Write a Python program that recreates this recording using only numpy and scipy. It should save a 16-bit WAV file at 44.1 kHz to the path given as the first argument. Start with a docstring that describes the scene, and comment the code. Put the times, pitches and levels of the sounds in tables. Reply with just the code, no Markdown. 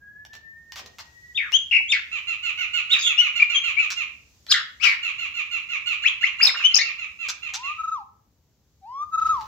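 """A thin far whistle opens the scene over handling rumble and faint hiss; claws tick on a wire cage.
The caged shama's syrinx gives raspy slurs, whistles and trills, and a second bird scolds behind it in
nasal falling chips, about six a second, a harmonic stack filtered by its throat. The shama adds dry
taks, screeches, sweeps, pips and chirps, then two low quavering arches; last, feathers brush the cage.
Hard walls ring briefly throughout."""
import sys
import numpy as np
from scipy import signal
from scipy.fft import rfft, irfft, next_fast_len
from scipy.io import wavfile
from scipy.ndimage import uniform_filter1d, minimum_filter1d

SR = 44100
rng = np.random.default_rng(int(sys.argv[2]) if len(sys.argv) > 2 else 0)


def dump_mix(stems):
    """Bounce the given channels to the path in sys.argv[1] as a 16-bit WAV at rate SR."""
    frames = np.atleast_2d(stems).T  # one column per channel
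    limited = np.clip(frames, -1, 1)  # hard clip at full scale
    pcm = np.round(limited * 32767).astype(np.int16)
    wavfile.write(sys.argv[1], SR, pcm)


N = 417613

# Level of the handling rumble, and of the background hiss, which drops away during the pause
# between the arches. Each row: time in seconds, level in dB.
RUMBLE_LEVELS = [(6.45, -66), (9.002, -69.5), (9.259, -56.5)]
HISS_LEVELS = [(.3, -82), (.55, -78.5), (1, -66.5), (7.9, -68.5), (8.1, -82.5), (9.1, -75.5), (9.2, -71)]
# Spectra of the noises, the scolder's throat and the microphone. Each row: frequency in Hz, gain in dB.
RUMBLE_SPECTRUM = [(25, -42), (66, -0.5), (115, -8.5), (420, -23.5), (4000, -45)]
HISS_SPECTRUM = [(1500, -21.5), (6400, -9.5), (15000, -33)]
CLAW_SPECTRUM = [(120, -45), (900, -4.5), (5550, -6), (15000, -30.5)]
BUMP_SPECTRUM = [(120, -11), (400, -5.5), (700, -6.5), (2000, -48.5)]
TAK_SPECTRUM = [(500, -44), (1100, -4.5), (6210, 1.5), (9000, -13), (15500, -38.5)]
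THROAT_RESPONSE = [(700, -35), (1100, -18.5), (1400, -20), (2000, -11), (2400, 1.5), (2950, -1.5),
                   (3300, -16), (4250, -20), (4900, -33.5), (6400, -25.5), (7150, -25), (8200, -54),
                   (13500, -46)]
MICROPHONE_RESPONSE = [(7200, 4), (8200, -2), (9300, -12.5), (10500, 0.5), (13000, 9)]
# Reverberation of the walls. Each row: frequency in Hz, time to decay by 60 dB in seconds.
WALL_DECAY = [(300, 0.72), (1300, 0.41), (2700, 0.42), (12000, 0.16)]
# Course of the far whistle. Each row: time in seconds, pitch in Hz, relative level in dB.
FAR_PATH = [(0, 1633, -59.5), (.4, 1795, -57.5), (1.1, 1904, -65.5), (1.3, 1930, -54)]
# Claws on wire and perch, soft cage bumps, the shama's dry taks, and feathers brushing the cage.
# Each row: start in seconds, level in dB, length in seconds.
CLAW_TICKS = [(.251, -52.5, .002), (.333, -53.5, 0.0095), (.352, -52, 0.004), (.721, -45, .003),
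              (.759, -45, 0.043), (.861, -50.5, .004), (.985, -47, 0.026), (1.52, -42.5, 0.0031),
              (4.466, -51, .003), (6.43, -35.5, 0.057), (6.753, -41.5, 0.036), (9.267, -53.5, 0.0095),
              (9.41, -52.5, 0.0079)]
CAGE_BUMPS = [(.8, -65, 0.087), (6.41, -59.5, 0.042), (6.745, -65.5, 0.026)]
TAK_CALLS = [(3.904, -36, 0.027), (7.286, -33.5, 0.019), (7.538, -35.5, 0.024)]
FEATHER_RUSTLES = [(9.2, -62.5, 0.34)]
# Breaking slurs. Each row: start, rise and fall in seconds, top and end pitch in Hz, level at the top
# and after the break in dB, relative rasp, overtones in dB, pan (left over right) in dB.
SLUR_NOTES = [ (1.346, .027, 0.13, 3690, 1173, -25.5, -19, 0, -32, 9),
              (1.88, 0.038, 0.085, 3645, 1463, -22, -13, 0.24, -13.5, 4),
              (2.903, .033, 0.077, 3802, 1590, -12.5, -19.5, 0.8, -24, -4.5)]
# Clear whistles and dives. Each row: start and length in seconds, first and last pitch in Hz,
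# level, overtones and pan in dB.
WHISTLE_NOTES = [ (1.525, .048, 2650, 3262, -14, -15, 25), (3.176, 0.037, 2660, 2983, -10.5, -22, 10),
                 (3.395, 0.016, 2107, 2480, -15, -30, 14.5), (3.419, 0.014, 2317, 2387, -7.5, -36, 7),
                 (3.543, 0.046, 3280, 3179, -16.5, -18.5, 10.5), (3.767, 0.024, 2210, 2340, -16, -47, 13),
                 (3.787, 0.03, 2550, 2560, -17, -39.5, 34), (4.51, 0.021, 5400, 3254, -15, -8, 2),
                 (4.865, .015, 2637, 2230, -14.5, -33.5, 1.5), (6.419, 0.027, 4563, 5160, -13, -18, 6.5),
                 (6.463, .02, 5475, 3580, -14.5, -19, -5.5), (6.637, 0.036, 2744, 3090, -10.5, -21.5, 7)]
# Trills; overlapping rows add a second voice or a high chattering overtone. Each row: start and length
# in seconds, first and last pitch in Hz, first and last level in dB, swings a second,
# swing as a share of pitch, overtones and pan in dB.
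TRILL_NOTES = [ (1.71, 0.066, 2805, 2600, -18, -13, 60, 0.046, -32.5, 10.5),
               (1.724, 0.073, 2263, 2174, -19, -22.5, 95, 0.071, -37, -5),
               (2.985, 0.05, 6380, 6640, -36.5, -30.5, 67, 0.051, -26.5, 6.5),
               (2.989, 0.042, 4635, 4900, -35, -33.5, 58, .09, -21, 7),
               (3.022, 0.062, 3500, 3365, -29, -13, 84, 0.043, -10.5, -6),
               (4.538, 0.08, 1825, 1390, -18, -33, 75, .19, -7, 0),
               (6.785, 0.039, 1858, 2137, -22.5, -20, 46.5, 0.1, -2.5, 8)]
# Two bouts of scolding. Each row: the starts of one bout's chips in seconds.
SCOLD_BOUTS = [
    [2.114, 2.27, 2.425, 2.575, 2.731, 2.893, 3.056, 3.201, 3.351, 3.491, 3.632, 3.784, 3.959],
    [5.019, 5.181, 5.338, 5.506, 5.687, 5.858, 6.021, 6.208, 6.384, 6.555, 6.69, 6.826, 6.98, 7.188, 7.42,
     7.631],
]
# Each bout warms up, then tires. Each row: time in seconds, top pitch in Hz, relative level in dB.
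BOUT_EFFORT = [(2.111, 689.3, -28.5), (2.6, 747, -23.5), (3.35, 714.2, -24), (5.02, 715.3, -27),
               (6.1, 721, -23), (6.948, 699, -30.5)]
# Course of a typical chip. Each row: share of its length, pitch factor, relative level in dB.
CHIP_PATH = [(0, .94, -12), (.19, 1, 0), (.48, 0.94, -3), (.82, .85, -3.5), (1, .74, -3.5)]
# Harsh screeches. Each row: start, rise and fall in seconds, top and end pitch in Hz,
# level and fade in dB, top of the undertone in Hz, overtones and pan in dB.
SCREECH_NOTES = [(4.484, .033, 0.011, 5114, 3067, -14, 1, 1672, -22, 3.5),
                 (4.798, .046, .11, 2812, 1866, -13.5, 19, 1420, -14.5, 22)]
# Fast sweeps. Each row: start and length in seconds, first and last pitch in Hz,
# crest as a share of the length, level at and after the crest in dB, pan in dB.
SWEEP_NOTES = [(6.036, 0.053, 1402, 3535, 0.56, -8.5, -20, 9.5),
               (6.225, 0.056, 1540, 3260, 0.35, -9.5, -27.5, 10),
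               (6.394, 0.025, 620.7, 2804, 0.91, -13, -18, 6.5),
               (6.489, .024, 2430, 1104, 0.26, -15.5, -34, 12.5)]
# Pips. Each row: start and length in seconds, pitch at the ends and middle in Hz, level and pan in dB.
PIP_NOTES = [(6.431, 0.014, 4310, 5270, -9, 7), (6.45, 0.012, 3840, 5345, -5, 14.5),
             (6.741, 0.012, 3880, 5360, -7.5, 14.5), (6.754, 0.0057, 8370, 6230, -9.5, 16),
             (6.761, 0.01, 3820, 4980, -11, 23), (6.764, 0.02, 7900, 5400, -13.5, 27)]
# Low chirps. Each row: start in seconds, level in dB.
CHIRP_NOTES = [(6.54, -32), (6.596, -36.5)]
# Low arches. Each row: start and climb in seconds, relative climb level in dB, first crest in seconds,
# number of quavers, quavers a second, relative crest level in dB, fall in seconds, end pitch in Hz.
ARCH_NOTES = [(7.557, .16, -26.5, 7.806, 3, 24.7, -22.5, 0.098, 794),
              (8.851, .183, -23.5, 9.15, 4, 26.47, -16, 0.13, 852)]
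# Pitch of an arch in Hz: at its foot, at the end of the climb, at the top.
ARCH_PITCHES = (772, 1215, 1299.6)


def amp(db):
    """Amplitude grows tenfold for every 20 dB."""
    return 10 ** (np.asarray(db) / 20)


def unit(x):
    """Normalisation brings the rms to 1."""
    return x / np.sqrt(np.mean(x ** 2) + 1e-20)


def read(points, hz):
    """A spectrum is interpolated on a log-frequency axis."""
    freqs, values = np.transpose(points)
    return np.interp(np.log(hz + 1), np.log(freqs), values)


def colour(x, points):
    """Linear filtering multiplies the spectrum by a response, given in dB."""
    size = next_fast_len(x.shape[-1] + 2000)
    gain = amp(read(points, np.fft.rfftfreq(size, 1 / SR)))
    return irfft(rfft(x, size) * gain, size)[..., :x.shape[-1]]


def wander(size, hz):
    """Noise low-passed at hz gives random motion of rms 1."""
    lowpass = signal.butter(2, hz, fs=SR, output="sos")
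    return unit(signal.sosfilt(lowpass, rng.standard_normal(size + 4000))[4000:])


def add(mix, s, sound):
    """Superposition: a sound joins the mix at s seconds."""
    part = mix[..., max(round(s * SR), 0):][..., :sound.shape[-1]]
    part += sound[..., :part.shape[-1]]


def clock(length):
    """Time within a note runs in seconds and as a share of its length."""
    t = np.arange(0, length, 1 / SR)
    return t, t / length


def rise_and_fall(rise, fall):
    """A two-part note has a time, and a progress from 0 to 1 for each part."""
    t, _ = clock(rise + fall)
    return t, np.minimum(t / rise, 1), np.maximum(t - rise, 0) / fall


def follow(rows):
    """Interpolation turns breakpoints into sample times and smooth curves."""
    s, *columns = np.transpose(rows)
    s = np.sort(s)
    t = np.arange(s[0], s[-1], 1 / SR)
    return t, *(uniform_filter1d(np.interp(t, s, c), size=130) for c in columns)


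def faded(x):
    """A 2 ms taper at each end keeps a note from clicking."""
    return x * signal.windows.tukey(len(x), min(1, .004 * SR / len(x)))


def place(x, pan_db, lead_ms):
    """Direction is heard as a level and a time difference between two microphone ports."""
    size = next_fast_len(len(x) + 100)
    delay = np.exp(-2j * np.pi * np.fft.rfftfreq(size, 1000 / SR) * lead_ms)
    right = irfft(rfft(x, size) * delay, size)[:len(x)]
    return np.array([x, right]) * unit(amp([[pan_db / 2], [-pan_db / 2]]))


def walls(x, early_db, late_db):
    """Reverberation: a few near reflections, then a dense tail that dies faster in the treble."""
    taps = rng.choice([-1., 1.], (2, SR)) * (rng.random((2, SR)) < 4000 / SR)
    taps[:, :round(.007 * SR)] = 0
    hz, t, spectra = signal.stft(taps, SR, nperseg=256)
    decay = amp(-60 * t / read(WALL_DECAY, hz)[:, None])
    response = signal.istft(spectra * decay, SR, nperseg=256)[1]
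    response *= amp(late_db) / np.linalg.norm(response[0])
    for side in response:
        arrivals = (rng.uniform(.002, .02, size=8) * SR).astype(int)
        side[arrivals] += amp(early_db) * rng.choice([-1, 1], size=8) / np.sqrt(8)
    return signal.fftconvolve(x[None], response, axes=1)[:, :N]


def syrinx(t, hz, db, overtone_db, rasp=0):
    """A nearly pure oscillation turns to a rasp under random modulation of pitch and amplitude."""
    hz = hz * (1 + (.006 + .13 * rasp) * wander(len(t), 540))
    phase = 2 * np.pi * np.cumsum(hz) / SR
    overtones = sum(amp(overtone_db - 15 * (k - 2)) * np.sin(k * phase) * (k * hz < SR / 2)
                    for k in range(2, 6))
    flutter = 1 + .45 * rasp * wander(len(t), 2400)
    return faded(amp(db) * unit(flutter) * (np.sin(phase) + overtones))


def background():
    """Coherence: handling rumble is nearly alike in both ports, while the faint hiss is independent."""
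    t = np.arange(N) / SR
    shared, *own = rng.standard_normal((3, N))
    rumble = unit(colour(shared * amp([[1], [-1]]) + .26 * np.array(own), RUMBLE_SPECTRUM))
    hiss = unit(colour(np.array(own), HISS_SPECTRUM))
    rumble_db = np.interp(t, *np.transpose(RUMBLE_LEVELS))
    hiss_db = np.interp(t, *np.transpose(HISS_LEVELS))
    return amp(rumble_db) * rumble + amp(hiss_db) * hiss


def far_whistle(flicker_db=9):
    """At a distance reverberation outweighs direct sound; the thin tone rises slowly and falters."""
    voice = np.zeros(N)
    add(voice, FAR_PATH[0][0], syrinx(*follow(FAR_PATH), overtone_db=-41))
    voice *= amp(flicker_db * np.tanh(wander(N, 16)) - 14)
    return voice + walls(voice, early_db=-9, late_db=17)


def rattles(rows, spectrum, rate_hz, ring_s, late_db):
    """Uneven pulse trains, hardest at first, excite noise that decays exponentially after each pulse."""
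    clicks = np.zeros((2, N))
    for s, db, length in rows:
        t = np.arange(round((length + .0093) * SR)) / SR
        pulses = np.cumsum(rate_hz * np.exp(.33 * wander(len(t), 620))) / SR
        ringing = np.exp(-(pulses % 1) / rate_hz / ring_s)
        accent = 1 + .5 * np.exp(-t / .0052)
        release = np.exp(-np.maximum(t - length, 0) / .0011)
        shared, *own = rng.standard_normal((3, len(t)))
        burst = ringing * accent * release * (4.3 * shared + np.array(own))
        add(clicks, s, amp(db) * unit(colour(burst, spectrum)))
    return clicks + walls(clicks[0], early_db=-2, late_db=late_db)


def slurs(break_s=.0059, break_ratio=.72):
    """A register break: the voice scoops to the top, drops, and tumbles on downward."""
    for s, rise, fall, top_hz, end_hz, top_db, fall_db, rasp, overtone_db, pan_db in SLUR_NOTES:
        t, up, down = rise_and_fall(rise, fall)
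        broken = np.clip((t - rise) / break_s, 0, 1)
        high_hz = top_hz * (1 - .15 * (1 - up) ** 2)
        low_hz = (break_ratio * top_hz) ** (1 - down) * end_hz ** down
        tumble = 1 + .12 * np.sqrt(down) * wander(len(t), 261.6)
        hz = (1 - broken) * high_hz + broken * low_hz * tumble
        db = (1 - broken) * (top_db - 22.5 * (1 - up) ** 2.1) + broken * (fall_db - 29 * down)
        roughening = .13 + 1.65 * broken * np.sqrt(down)
        yield s, syrinx(t, hz, db, overtone_db, rasp * roughening), pan_db


def whistles():
    """A slowing glide: the pitch eases onto its goal while the tone swells."""
    for s, length, from_hz, to_hz, level_db, overtone_db, pan_db in WHISTLE_NOTES:
        t, u = clock(length)
        hz = to_hz + (from_hz - to_hz) * (1 - u) ** 2.2
        db = level_db - np.interp(u, [0, .38, 1], [14.5, 0, 2.5])
        yield s, syrinx(t, hz, db, overtone_db, rasp=.048), pan_db


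def trills(dip_db=5):
    """Frequency and amplitude modulation run in step around a glide; wider swings are rougher."""
    for s, length, from_hz, to_hz, from_db, to_db, rate, swing, overtone_db, pan_db in TRILL_NOTES:
        t, u = clock(length)
        low = np.cos(2 * np.pi * rate * t)
        hz = (from_hz + (to_hz - from_hz) * u) * (1 - swing * low)
        db = from_db + (to_db - from_db) * u - dip_db * (1 + low) / 2
        yield s, syrinx(t, hz, db, overtone_db, rasp=1.1 * swing), pan_db


def perch_knock(start_s=1.806, level_db=-40.5, hz=910, t60_s=.021):
    """One damped mode of the wooden perch rings as the bird lands."""
    wood = np.zeros(N)
    t, u = clock(t60_s)
    add(wood, start_s, amp(level_db - 60 * u) * np.sin(2 * np.pi * hz * t))
    return wood


def scolding(chip_s=.08, hiss_db=-21, odd_db=-7, waver_db=4, turned_db=-2):
    """Source and filter: falling harmonics pass a throat resonance that picks out the fourth."""
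    voice, direct = np.zeros((2, N))
    when, *effort = np.transpose(BOUT_EFFORT)
    for bout, facing_db in zip(SCOLD_BOUTS, (0, turned_db)):  # turned away for the second bout
        for s in bout:
            top_hz, level_db = (np.interp(s, when, column) for column in effort)
            stretch, sag, mouth = 1 + .06 * rng.standard_normal(3) * [1, 2, .3]  # no two chips alike
            path = [(s + share * chip_s * stretch, factor ** sag, db) for share, factor, db in CHIP_PATH]
            t, bend, shape_db = follow(path)
            hz = top_hz * bend * (1 + .0067 * (wander(len(t), 550) + wander(len(t), 20)))
            phase = 2 * np.pi * np.cumsum(hz) / SR
            stack = sum(amp(read(THROAT_RESPONSE, k * hz / mouth) + odd_db * (k % 2)) * np.sin(k * phase)
                        for k in range(1, 22))
            hiss = unit(colour(rng.standard_normal(len(t)), THROAT_RESPONSE))
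            envelope = amp(level_db + shape_db + waver_db * np.tanh(wander(len(t), 50)))
            chip = faded(envelope * (stack + amp(hiss_db) * hiss))
            add(voice, s, chip)
            add(direct, s, amp(facing_db) * chip)
    reflected = walls(voice, early_db=-8, late_db=-3.5) * amp([[-2], [2]])
    return place(direct, pan_db=-7.5, lead_ms=.12) + reflected


def screeches(under_db=-17, onset_rasp=.25, full_rasp=.64):
    """Biphonation: a harsh tone and a weaker undertone bend together, roughening as they swell."""
    for s, rise, fall, top_hz, end_hz, level_db, fade_db, under_hz, overtone_db, pan_db in SCREECH_NOTES:
        t, up, down = rise_and_fall(rise, fall)
        bend = (1 - .26 * (1 - up) ** 2) * (end_hz / top_hz) ** (down ** .66)
        db = level_db - 29 * (1 - up) - fade_db * down
        rasp = onset_rasp + (full_rasp - onset_rasp) * up ** 2
        upper = syrinx(t, top_hz * bend, db, overtone_db, rasp)
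        lower = syrinx(t, under_hz * bend, db + under_db, overtone_db, rasp)
        yield s, upper + lower, pan_db


def sweeps(swell_s=.0069, break_s=.002):
    """A linear frequency sweep swells to a crest, then goes on weaker and rougher."""
    for s, length, from_hz, to_hz, crest, crest_db, after_db, pan_db in SWEEP_NOTES:
        t, u = clock(length)
        past_crest = t - crest * length
        broken = np.clip(past_crest / break_s, 0, 1)
        swell_db = crest_db - 10.5 * np.tanh((past_crest / swell_s) ** 2)
        db = (1 - broken) * swell_db + broken * after_db
        hz = from_hz + (to_hz - from_hz) * u
        tone = syrinx(t, hz, db, overtone_db=-36.5 + 17 * broken, rasp=.17 * broken)
        yield s, np.minimum(u / crest, 1) * tone, pan_db


def pips():
    """Half a cycle of frequency modulation swings a pure tone out and back, loudest in the middle."""
    for s, length, ends_hz, middle_hz, level_db, pan_db in PIP_NOTES:
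        t, u = clock(length)
        swing = np.sin(np.pi * u)
        hz = ends_hz + (middle_hz - ends_hz) * swing
        yield s, swing ** 2 * syrinx(t, hz, level_db, overtone_db=-32), pan_db


def chirps(length_s=.025, ends_hz=843, top_hz=1910, pan_db=2):
    """Triangular frequency modulation carries a low tone quickly up and back."""
    for s, level_db in CHIRP_NOTES:
        t, u = clock(length_s)
        hz = np.interp(abs(2 * u - 1), [0, 1], [top_hz, ends_hz])
        yield s, syrinx(t, hz, level_db, overtone_db=-9.5, rasp=.22), pan_db


def arches(foot_s=.04, hush_s=.033, attack_s=.034, release_s=.038):
    """A flute-like tone climbs, hushes, quavers by joint pitch and amplitude modulation, and falls."""
    voice = np.zeros(N)
    foot_hz, climb_hz, top_hz = ARCH_PITCHES
    for s, climb, climb_db, crest, quavers, rate, top_db, fall, end_hz in ARCH_NOTES:
        end = crest + quavers / rate
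        t = np.arange(s - foot_s, end + fall + release_s, 1 / SR)
        up = np.clip((t - s) / climb, 0, 1)
        across = np.clip((t - crest) / (end - crest), 0, 1)
        down = np.clip((t - end) / fall, 0, 1)
        rise_edges = np.maximum((s - t) / foot_s, 0) ** 2 + np.maximum(t - s - climb, 0) / hush_s
        rise_db = climb_db - 17 * (1 - up) - 30 * rise_edges
        rise_hz = foot_hz + (climb_hz - foot_hz) * up ** .62
        edges = np.maximum((crest - t) / attack_s, 0) ** 2 + np.maximum(t - end - fall, 0) / release_s
        crown_db = top_db + 3 * across - 22 * down - 30 * edges
        crown_hz = top_hz + (end_hz - top_hz) * np.sin(np.pi / 2 * down ** .91) ** 2
        trough = (t > crest) * (t < end) * np.sin(np.pi * rate * (t - crest)) ** 4
        trough = uniform_filter1d(trough, size=200)
        hz = np.where(rise_db > crown_db, rise_hz, crown_hz)  # the louder part sets the pitch
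        hz *= 1 - .08 * trough + .0038 * wander(len(t), 200)
        db = np.maximum(rise_db, crown_db) - 22 * trough
        phase = 2 * np.pi * np.cumsum(hz) / SR
        tone = sum(amp(harmonic_db) * np.sin(k * phase)
                   for k, harmonic_db in enumerate([-4.5, -40, -36.5, -46.5, -35.5, -49.5], 1))
        add(voice, t[0], faded(amp(db) * tone))
    return place(voice, pan_db=2.5, lead_ms=.086) + walls(voice, early_db=-16, late_db=-13)


def beak(x, corner_hz=1150):
    """A small source radiates low frequencies poorly, so throat and beak act as a high-pass."""
    return signal.sosfilt(signal.butter(5, corner_hz, "highpass", fs=SR, output="sos"), x)


def song():
    """Directivity: the shama turns its head between notes and aims the sharpest at the microphone."""
    direct, to_walls = np.zeros((2, N)), np.zeros(N)
    for kind, wall_db in ((slurs, -8.5), (whistles, -10), (trills, -8.5), (screeches, -8.5),
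                          (sweeps, -12), (pips, -12), (chirps, -8.5)):
        for s, sound, pan_db in kind():
            sound = beak(sound)
            add(direct, s, place(sound, pan_db, lead_ms=.05))
            add(to_walls, s, amp(wall_db) * sound)
    return direct + walls(to_walls, early_db=1, late_db=1)


def scene():
    """The pressures of surroundings, cage and birds add by superposition."""
    opening = background() + far_whistle()
    claws = rattles(CLAW_TICKS, CLAW_SPECTRUM, rate_hz=210, ring_s=.0035, late_db=-5.5)
    bumps = rattles(CAGE_BUMPS, BUMP_SPECTRUM, rate_hz=60, ring_s=.024, late_db=-2.5)
    taks = rattles(TAK_CALLS, TAK_SPECTRUM, rate_hz=200, ring_s=.002, late_db=-7.5)
    rustles = rattles(FEATHER_RUSTLES, CLAW_SPECTRUM, rate_hz=63, ring_s=.0059, late_db=-8.5)
    return opening + claws + bumps + song() + perch_knock() + scolding() + taks + arches() + rustles


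def record(dry, ceiling=.95, edge_hz=15800):
    """The microphone's response notches the treble; a quick limiter and a band limit follow."""
    x = colour(dry, MICROPHONE_RESPONSE)
    gain = np.minimum(1, ceiling / (abs(x).max(0) + 1e-9))
    x *= uniform_filter1d(minimum_filter1d(gain, size=300), size=300)
    lowpass = signal.firwin(511, edge_hz, window=("kaiser", 9), fs=SR)
    return signal.oaconvolve(x, lowpass[None], "same")


dry = scene()
out = record(dry)
dump_mix(out)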